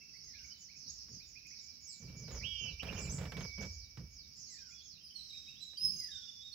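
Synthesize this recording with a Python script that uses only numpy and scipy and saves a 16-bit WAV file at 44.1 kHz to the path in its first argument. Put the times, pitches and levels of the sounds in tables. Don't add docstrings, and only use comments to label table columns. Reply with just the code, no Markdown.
import sys
import numpy as np
from scipy import signal
from scipy.fft import rfft, irfft
from scipy.io import wavfile
from scipy.ndimage import map_coordinates

SR = 44100
rng = np.random.default_rng(int(sys.argv[2]) if len(sys.argv) > 2 else 0)


def wav_record(signal):
    frames = np.transpose(np.atleast_2d(signal))
    bounded = np.clip(frames, -1, 1)
    quanta = np.round(bounded * 32767).astype(np.int16)
    wavfile.write(sys.argv[1], SR, quanta)


N = 288414
T = np.arange(N) / SR
ALONG = np.linspace(0, 1, 65)


def undb(db):
    return 10 ** (np.asarray(db) / 20)


def unit(x):
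    return x / np.sqrt(np.mean(x ** 2))


def curves(rows, t):
    s, *columns = np.transpose(rows)
    return [np.interp(t, s, column) for column in columns]


def colour(x, points):
    hz, db = np.transpose(points)
    f = np.maximum(np.arange(N // 2 + 1) * SR / N, 1)
    gain = undb(np.interp(np.log(f), np.log(hz), db))
    return unit(irfft(rfft(x) * gain, N))


def noise():
    return rng.standard_normal((2, N))


def walk(rate):
    knots = rng.standard_normal(8192)
    return unit(map_coordinates(knots, [T * rate], order=1, mode="wrap"))


def pan(left_db):
    return undb(np.array([[left_db], [-left_db]]) / 2)


def sing(notes, waver, flutter_db, second_db, third_db, nasal=0):
    out, quaver, flicker = np.zeros(N), walk(260), walk(110)
    for rows in notes:
        start, end = rows[0][0], rows[-1][0]
        at = slice(max(int(start * SR), 0), int(end * SR))
        hz, db = curves(rows, T[at])
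        phase = 2 * np.pi * np.cumsum(hz * (1 + waver * quaver[at])) / SR
        tone = np.sin(phase) + undb(second_db) * np.sin(2 * phase)
        tone += undb(third_db) * np.sin(3 * phase) * (3 * hz < SR / 2)
        beat = .094 * phase
        sidebands = np.sin(phase - beat) + 0.19 * np.sin(phase + beat) + 0.13 * np.sin(phase - 2 * beat)
        tone += nasal * sidebands
        edge = np.clip(np.minimum(T[at] - start, end - T[at]) / 0.003, 0, 1)
        level = undb(db + flutter_db * flicker[at])
        out[at] += np.sqrt(2) * edge * level * tone
    return out


def repeats(shape, events):
    return [np.array(shape) * [1, hz, 1] + [s, 0, db] for s, db, hz in events]


def envelope(t, length, attack, release):
    return -18 * (np.clip(1 - t / attack, 0, 1) + np.clip(1 - (length - t) / release, 0, 1))


def scrub(x, wet_db, t60, left_db):
    t = T[:SR]
    echoes = rng.standard_normal((2, SR)) * (rng.random((2, SR)) < .03) * (t > .002)
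    echoes *= undb(-60 * t / t60) + undb(-16.5 - 60 * t / 0.56)
    response = undb(wet_db) * echoes / np.sqrt(np.sum(echoes ** 2, axis=1, keepdims=True))
    response[0, 1] = response[1, 0] = 1
    heard = signal.fftconvolve(x[None], response, axes=1)[:, :N]
    return heard * pan(left_db) / np.sqrt(1 + undb(2 * wet_db))


# f/Hz, level/dB
AIR_SPECTRUM = [(25, -10), (80, 2), (220, 4.5), (400, -8), (900, -17), (1800, -13.5), (2450, -5),
                (3300, -12), (6500, -15), (8500, -40.5), (11000, -15.5), (15500, -15)]


def air():
    return colour(noise(), AIR_SPECTRUM) * undb(-70.0 + 0.6 * walk(4.0)) * pan(-5.0)


# f/Hz, level/dB
INSECT_SPECTRUM = [(3600, -31.5), (4200, -14.5), (4700, -2.5), (5200, 2), (5650, 3.5), (6100, -8.5),
                   (6800, -20.5), (7500, -67)]
# t/s at the crest, level/dB
INSECT_SWELLS = [(.3, -56.5), (.99, -54.5), (1.62, -56.5), (2.52, -54.5), (2.92, -57), (3.62, -53.5),
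                 (4.55, -56.5), (5.34, -56.5), (6.2, -54)]
SWELL_S, INSECT_LULL_DB = .21, -62


def insects():
    power = undb(INSECT_LULL_DB) ** 2
    for crest, db in INSECT_SWELLS:
        swell = undb(db) * np.exp(-.5 * ((T - crest) / SWELL_S) ** 2)
        power = power + swell ** 2
    band = colour(noise(), INSECT_SPECTRUM) * np.sqrt(power) * undb(1.5 * walk(45))
    trill_hz = 5170 + 30 * walk(120)
    trill = undb(-71.5 + 2.5 * walk(6.8)) * np.sin(2 * np.pi * np.cumsum(trill_hz) / SR)
    return (band + trill) * pan(-6.5)


def puff(start, length, attack, fall_db_per_s):
    build = np.clip((T - start) / attack, 0, 1)
    return build * undb(-fall_db_per_s * np.maximum(T - start - length, 0))


# t/s, length/s, throb level/dB, rumble level/dB, flutter level/dB
GUSTS = [(0.213, 0.096, -65, -71, -87), (0.851, 0.043, -67, -62, -81), (1.09, 0.078, -63.5, -56, -86),
         (1.999, 0.36, -54, -51.5, -67), (2.274, 0.098, -49.5, -49.5, -52),
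         (2.406, 0.052, -49.5, -49.5, -59.5), (2.606, 0.096, -51.5, -51, -61.5),
         (2.82, 0.16, -49.5, -45.5, -47.5), (2.995, .16, -46.5, -46, -54), (3.175, 0.096, -49, -42.5, -49),
         (3.322, 0.13, -50, -46.5, -52.5), (3.575, 0.085, -50, -46, -53), (3.974, 0.048, -55.5, -47, -64),
         (5.821, 0.15, -68.5, -56, -76)]
GUST_ATTACK_S, GUST_FALL_DB_PER_S = 0.0089, 329
THROB_ATTACK_S, THROB_FALL_DB_PER_S, THROB_HANG_S = 0.044, 71, 0.065


def gust_strengths():
    large, small, torn = np.zeros((3, N))
    for start, length, throb_db, rumble_db, flutter_db in GUSTS:
        quick = puff(start, length, GUST_ATTACK_S, GUST_FALL_DB_PER_S)
        slow = puff(start, length + THROB_HANG_S, THROB_ATTACK_S, THROB_FALL_DB_PER_S)
        large = np.maximum(large, undb(throb_db) * slow)
        small = np.maximum(small, undb(rumble_db) * quick)
        torn = np.maximum(torn, undb(flutter_db) * quick)
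    return large, small, torn


def ports(apart):
    return rng.standard_normal(N) + apart * noise()


def lee(x):
    fine = signal.sosfilt(signal.butter(1, 1000, "high", fs=SR, output="sos"), x)
    return x + fine * (pan(-7.5) - 1)


# f/Hz, level/dB
THROB_SPECTRUM = [(20, -25), (38, -3.5), (52, -4), (68, 3.5), (90, -4), (130, -21), (250, -86.5)]
RUMBLE_SPECTRUM = [(50, -42), (90, -6.5), (120, -0.5), (175, -3), (230, -10.5), (320, -20), (480, -24),
                   (900, -69)]
FLUTTER_SPECTRUM = [(150, -17), (300, -13.5), (430, 3), (580, 1), (750, -7.5), (1500, -11), (3000, -15),
                    (6000, -32), (9000, -39.5), (15000, -30)]
# t/s, level/dB
BUFFETS = [(1.083, -60.5), (2.314, -53), (2.831, -39), (2.927, -41), (3.185, -45.5), (3.22, -45),
           (3.254, -44.5), (3.32, -39), (3.368, -37.5), (3.407, -40), (3.625, -41.5), (3.972, -48),
           (5.733, -58)]
BREEZE_DB, WAKE_DB = -74.5, -27.5


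def wind():
    large, small, torn = gust_strengths()
    breeze = undb(BREEZE_DB + 1.5 * walk(6.5))
    throb = colour(ports(0.1), THROB_SPECTRUM) * np.hypot(large, undb(0.5) * breeze)
    rumble = colour(ports(0.23), RUMBLE_SPECTRUM) * np.hypot(small, breeze)
    rumble *= undb(-1.5 + 1.395 * walk(35))
    flutter = colour(ports(0.52), FLUTTER_SPECTRUM) * np.hypot(torn, undb(WAKE_DB) * large)
    flutter *= undb(-4.5 + 2.75 * walk(120))
    hiss = colour(noise(), [(6000, -18), (9000, -4), (11000, 11), (15500, 8)])
    hiss *= large * undb(-25 + 1.8 * walk(150))
    bursts = sum(undb(db) * (T >= s) * np.exp(-np.abs(T - s) / 0.011) for s, db in BUFFETS)
    buffet_spectrum = [(100, 5.0), (500, 0), (1500, -2.0), (4000, -6.5), (9000, -28), (15000, -33)]
    buffets = colour(ports(0.99), buffet_spectrum) * bursts * undb(-5)
    return (throb + rumble + lee(flutter + buffets) + hiss) * pan(-2.7)


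# t/s, f/Hz, level/dB
THIN_WHISTLE = [(1.6, 2210, -74), (1.71, 2350, -71), (1.77, 2254, -80), (2.12, 2320, -66.5),
                (2.37, 2253, -68), (2.4, 2281, -62), (2.94, 2360, -60.5), (2.97, 2396, -63),
                (3.0, 2350, -56), (3.15, 2308, -66.5), (3.47, 2266, -55), (3.64, 2259, -52),
                (3.71, 2300, -68), (4.35, 2276, -79)]


def thin_whistle():
    tone = sing([THIN_WHISTLE], waver=0.0039, flutter_db=2.0, second_db=-43, third_db=-51)
    return tone * pan(-20) * undb(-5.0)


# t/s, level/dB
CLICKS = [(.418, -63), (1.469, -57), (1.873, -59), (4.282, -64)]
CLICK_DECAY_S = 0.0027


def clicks():
    snaps = sum(undb(db) * (T >= s) * np.exp(-np.abs(T - s) / CLICK_DECAY_S) for s, db in CLICKS)
    return colour(noise(), [(1000, -14), (6000, -8), (15000, -10)]) * snaps


# t/s from the start, pitch ratio, level/dB
CHIRP_SHAPE = [(0, .84, -11), (.016, .95, -1), (.03, 1.04, 0), (.044, 1.03, -9)]
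SLIDE_SHAPE = [(0, 1.04, -9), (.06, .89, 0), (.13, .76, -2.5), (.21, .66, -6), (.29, .62, -17)]
# t/s, level/dB, f/Hz
CHIRPS = [(.005, -69.5, 2320), (.135, -65.5, 2216), (0.333, -62.5, 2437), (0.366, -68, 2710),
          (.43, -67.5, 2210), (0.684, -65.5, 2390), (.74, -71, 2446), (1.196, -67, 2470),
          (1.349, -62, 2510), (1.445, -64, 2480), (1.505, -66, 2310), (2.07, -73, 2870),
          (4.555, -68.5, 2310), (4.7, -67.5, 2390), (4.79, -64.5, 3310), (5.32, -69, 2486),
          (5.467, -62.5, 2650), (5.546, -65, 3293)]
# t/s, level/dB, start f/Hz before the shape's ratio
SLIDES = [(0.239, -74, 2183), (4.48, -71, 2148), (5.975, -68.5, 2240)]


def far_birds():
    chirps = sing(repeats(CHIRP_SHAPE, CHIRPS), waver=0.03, flutter_db=3.5, second_db=-37, third_db=-50)
    slides = sing(repeats(SLIDE_SHAPE, SLIDES), waver=0.011, flutter_db=3.5, second_db=-7, third_db=-64)
    crowd = [(4.9 + 1.4 * a, -81.5 + 5 * b, 2600 + 750 * c) for a, b, c in rng.random((30, 3))]
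    babble = sing(repeats(CHIRP_SHAPE, crowd), waver=.03, flutter_db=-8, second_db=-20, third_db=-46)
    distant = scrub(babble, wet_db=10, t60=0.45, left_db=-16)
    distant += scrub(slides, wet_db=-1.5, t60=0.47, left_db=-12.5)
    return distant + scrub(chirps, wet_db=-1, t60=0.4, left_db=-17)


MEW_START_S, MEW_LENGTH_S, MEW_DB = 2.408, 0.32, -49
MEW_HZ, MEW_SAG_HZ_PER_S = 3434, 1620
MEW_SCOOP_HZ, MEW_SCOOP_S, MEW_DROOP_HZ, MEW_DROOP_S = 1396, .037, 220, .014
MEW_ATTACK_S, MEW_RELEASE_S = 0.041, 0.03
MEW_ACCENT_DB, MEW_ACCENT_AT_S, MEW_ACCENT_S = 4, 0.045, 0.017


def mew_contour():
    t = MEW_LENGTH_S * ALONG
    hz = MEW_HZ - MEW_SAG_HZ_PER_S * t
    hz -= MEW_SCOOP_HZ * np.exp(-(t / MEW_SCOOP_S) ** 2)
    hz -= MEW_DROOP_HZ * np.exp((t - MEW_LENGTH_S) / MEW_DROOP_S)
    accent_db = MEW_ACCENT_DB * np.exp(-((t - MEW_ACCENT_AT_S) / MEW_ACCENT_S) ** 2)
    db = MEW_DB + accent_db + envelope(t, MEW_LENGTH_S, MEW_ATTACK_S, MEW_RELEASE_S)
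    return np.column_stack([MEW_START_S + t, hz, db])


# t/s from the start, pitch ratio, level/dB
YELP_SHAPE = [(0, .85, -10.5), (.01, .97, -1.5), (.02, 1.02, -3.5), (.03, 0.996, -26)]
# t/s, level/dB, f/Hz
YELPS = [(2.793, -45, 2970), (2.858, -56, 3190), (2.882, -47, 2820), (2.957, -55, 3080), (2.976, -52, 2780),
         (3.045, -61, 2950), (3.066, -57, 2566)]


def mew():
    notes = [mew_contour()] + repeats(YELP_SHAPE, YELPS)
    cry = sing(notes, waver=0.0052, flutter_db=0.2, second_db=-56, third_db=-46, nasal=0.68)
    return scrub(cry, wet_db=-7, t60=0.13, left_db=-16)


def glide(start, length, db, from_hz, to_hz):
    t = length * ALONG
    hz = from_hz + (to_hz - from_hz) * ALONG
    return np.column_stack([start + t, hz, db + envelope(t, length, attack=0.016, release=0.015)])


CALL_CREST, CALL_EDGE_DB = .64, -18


def arch(start, length, db, hz, rise, drop):
    before = np.maximum(1 - ALONG / CALL_CREST, 0)
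    after = np.maximum((ALONG - CALL_CREST) / (1 - CALL_CREST), 0)
    pitch = hz * (1 - rise * before ** 2.5 - drop * after ** 2.58)
    return np.column_stack([start + length * ALONG, pitch, db + CALL_EDGE_DB * (before + after)])


# t/s, length/s, level/dB, start f/Hz, end f/Hz
SOFT_WHISTLES = [(0, 0.057, -59.5, 2720, 2596), (0.119, .09, -59.5, 4480, 4650),
                 (0.499, 0.049, -64.5, 2945, 3070), (4.702, 0.17, -68, 3370, 3470),
                 (5.139, 0.088, -51, 4420, 3850), (5.283, 0.13, -54.5, 3855, 3770),
                 (5.453, 0.094, -53.5, 3857, 3720), (5.593, 0.13, -51.5, 4026, 3760),
                 (5.908, 0.11, -53, 6370, 6310), (6.101, .11, -52, 3760, 3544),
                 (6.205, 0.051, -57, 3480, 3350), (6.268, 0.045, -48.5, 3590, 3450),
                 (6.354, 0.095, -54.5, 3513, 3410), (6.41, 0.091, -52.5, 3697, 3690),
                 (6.515, .06, -50, 4300, 4280)]
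# t/s, length/s, level/dB, top f/Hz, share risen to the top, share dropped after
NEAR_CALLS = [(5.026, 0.061, -47, 5000, 0.013, 0.28), (5.771, .128, -32, 5183, 0.094, 0.13),
              (5.921, .048, -42, 4995, 0.0083, .01), (5.982, 0.03, -38.5, 5010, 0.011, 0.0083),
              (6.011, .016, -42, 4850, 0.036, 0.074), (6.03, .022, -36.5, 4934, 0.019, 0.15)]


def whistlers():
    soft_notes = [glide(*row) for row in SOFT_WHISTLES]
    soft = sing(soft_notes, waver=0.0068, flutter_db=4.0, second_db=-21.5, third_db=-32.0)
    call_notes = [arch(*row) for row in NEAR_CALLS]
    call = sing(call_notes, waver=0.0128, flutter_db=3, second_db=-19, third_db=-25)
    soft_placed = undb(-2) * scrub(soft, wet_db=-0.5, t60=0.54, left_db=-9.5)
    return soft_placed + undb(1.5) * scrub(call, wet_db=0.5, t60=0.28, left_db=-5.0)


# t/s from the start, pitch ratio, level/dB
TSIU_SHAPE = [(0, 1.005, -13), (.027, .995, 1), (.042, .96, -1), (.06, .86, 2), (.085, .75, 3),
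              (.113, .65, -3), (.138, .58, -9), (.16, .53, -16)]
TICK_SHAPE = [(0, 1.2, -27), (.014, 1.1, -10.5), (.03, 1.03, -8), (.048, 1, -13), (.062, .99, -6.5)]
ZIP_SHAPE = [(0, .68, -6.5), (.015, .9, 3.5), (.026, 1.08, -11), (.038, 1.1, 7)]
# t/s, level/dB, top f/Hz
TSIUS = [(0.221, -59, 6560), (.425, -58, 6470), (0.569, -59.5, 7020), (.745, -59, 6560),
         (0.889, -61.5, 7130), (1.09, -57.5, 6690), (1.249, -61.5, 6990), (1.45, -58.5, 6670),
         (1.59, -60.5, 7040), (1.804, -55.5, 6754), (1.94, -59, 7070), (2.154, -56, 6630),
         (2.293, -56.5, 6910), (2.578, -53.5, 6600), (2.931, -56, 6700), (3.369, -58, 6480),
         (3.708, -59, 6710), (4.096, -60, 6580), (4.346, -57, 7140), (4.445, -58, 6630), (4.67, -60, 7080),
         (4.818, -55, 6545)]
# t/s, level/dB, end f/Hz
TICKS = [(.85, -51, 4410), (1.874, -44.5, 7190), (3.004, -41.5, 7060), (3.116, -41, 6990),
         (4.498, -48.5, 6950), (5.601, -54.5, 6920)]
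# t/s, level/dB, middle f/Hz
ZIPS = [(0.863, -48, 6135), (2.964, -47.5, 6760), (3.087, -47.5, 7000), (3.59, -49.5, 6400)]


def small_birds():
    tsiu = sing(repeats(TSIU_SHAPE, TSIUS), waver=.014, flutter_db=2.5, second_db=-52, third_db=-55)
    ticks = sing(repeats(TICK_SHAPE, TICKS), waver=0.015, flutter_db=1, second_db=-41, third_db=-55)
    zips = sing(repeats(ZIP_SHAPE, ZIPS), waver=0.0258, flutter_db=3.0, second_db=-31, third_db=-57)
    hidden = scrub(tsiu, wet_db=6, t60=0.25, left_db=-8.5)
    hidden += scrub(zips, wet_db=7, t60=0.24, left_db=-7.5)
    return undb(-1.0) * hidden + scrub(ticks, wet_db=1, t60=0.2, left_db=-5.0)


def scene():
    background = air() + insects() + wind() + thin_whistle() + clicks()
    return background + far_birds() + mew() + whistlers() + small_birds()


LOW_CUT_HZ, TOP_HZ = 44.6, 15750


def record(dry):
    thinned = signal.sosfilt(signal.butter(4, LOW_CUT_HZ, "high", fs=SR, output="sos"), dry)
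    return signal.sosfilt(signal.ellip(10, .2, 80, TOP_HZ, fs=SR, output="sos"), thinned)


dry = scene()
out = record(dry)
wav_record(out)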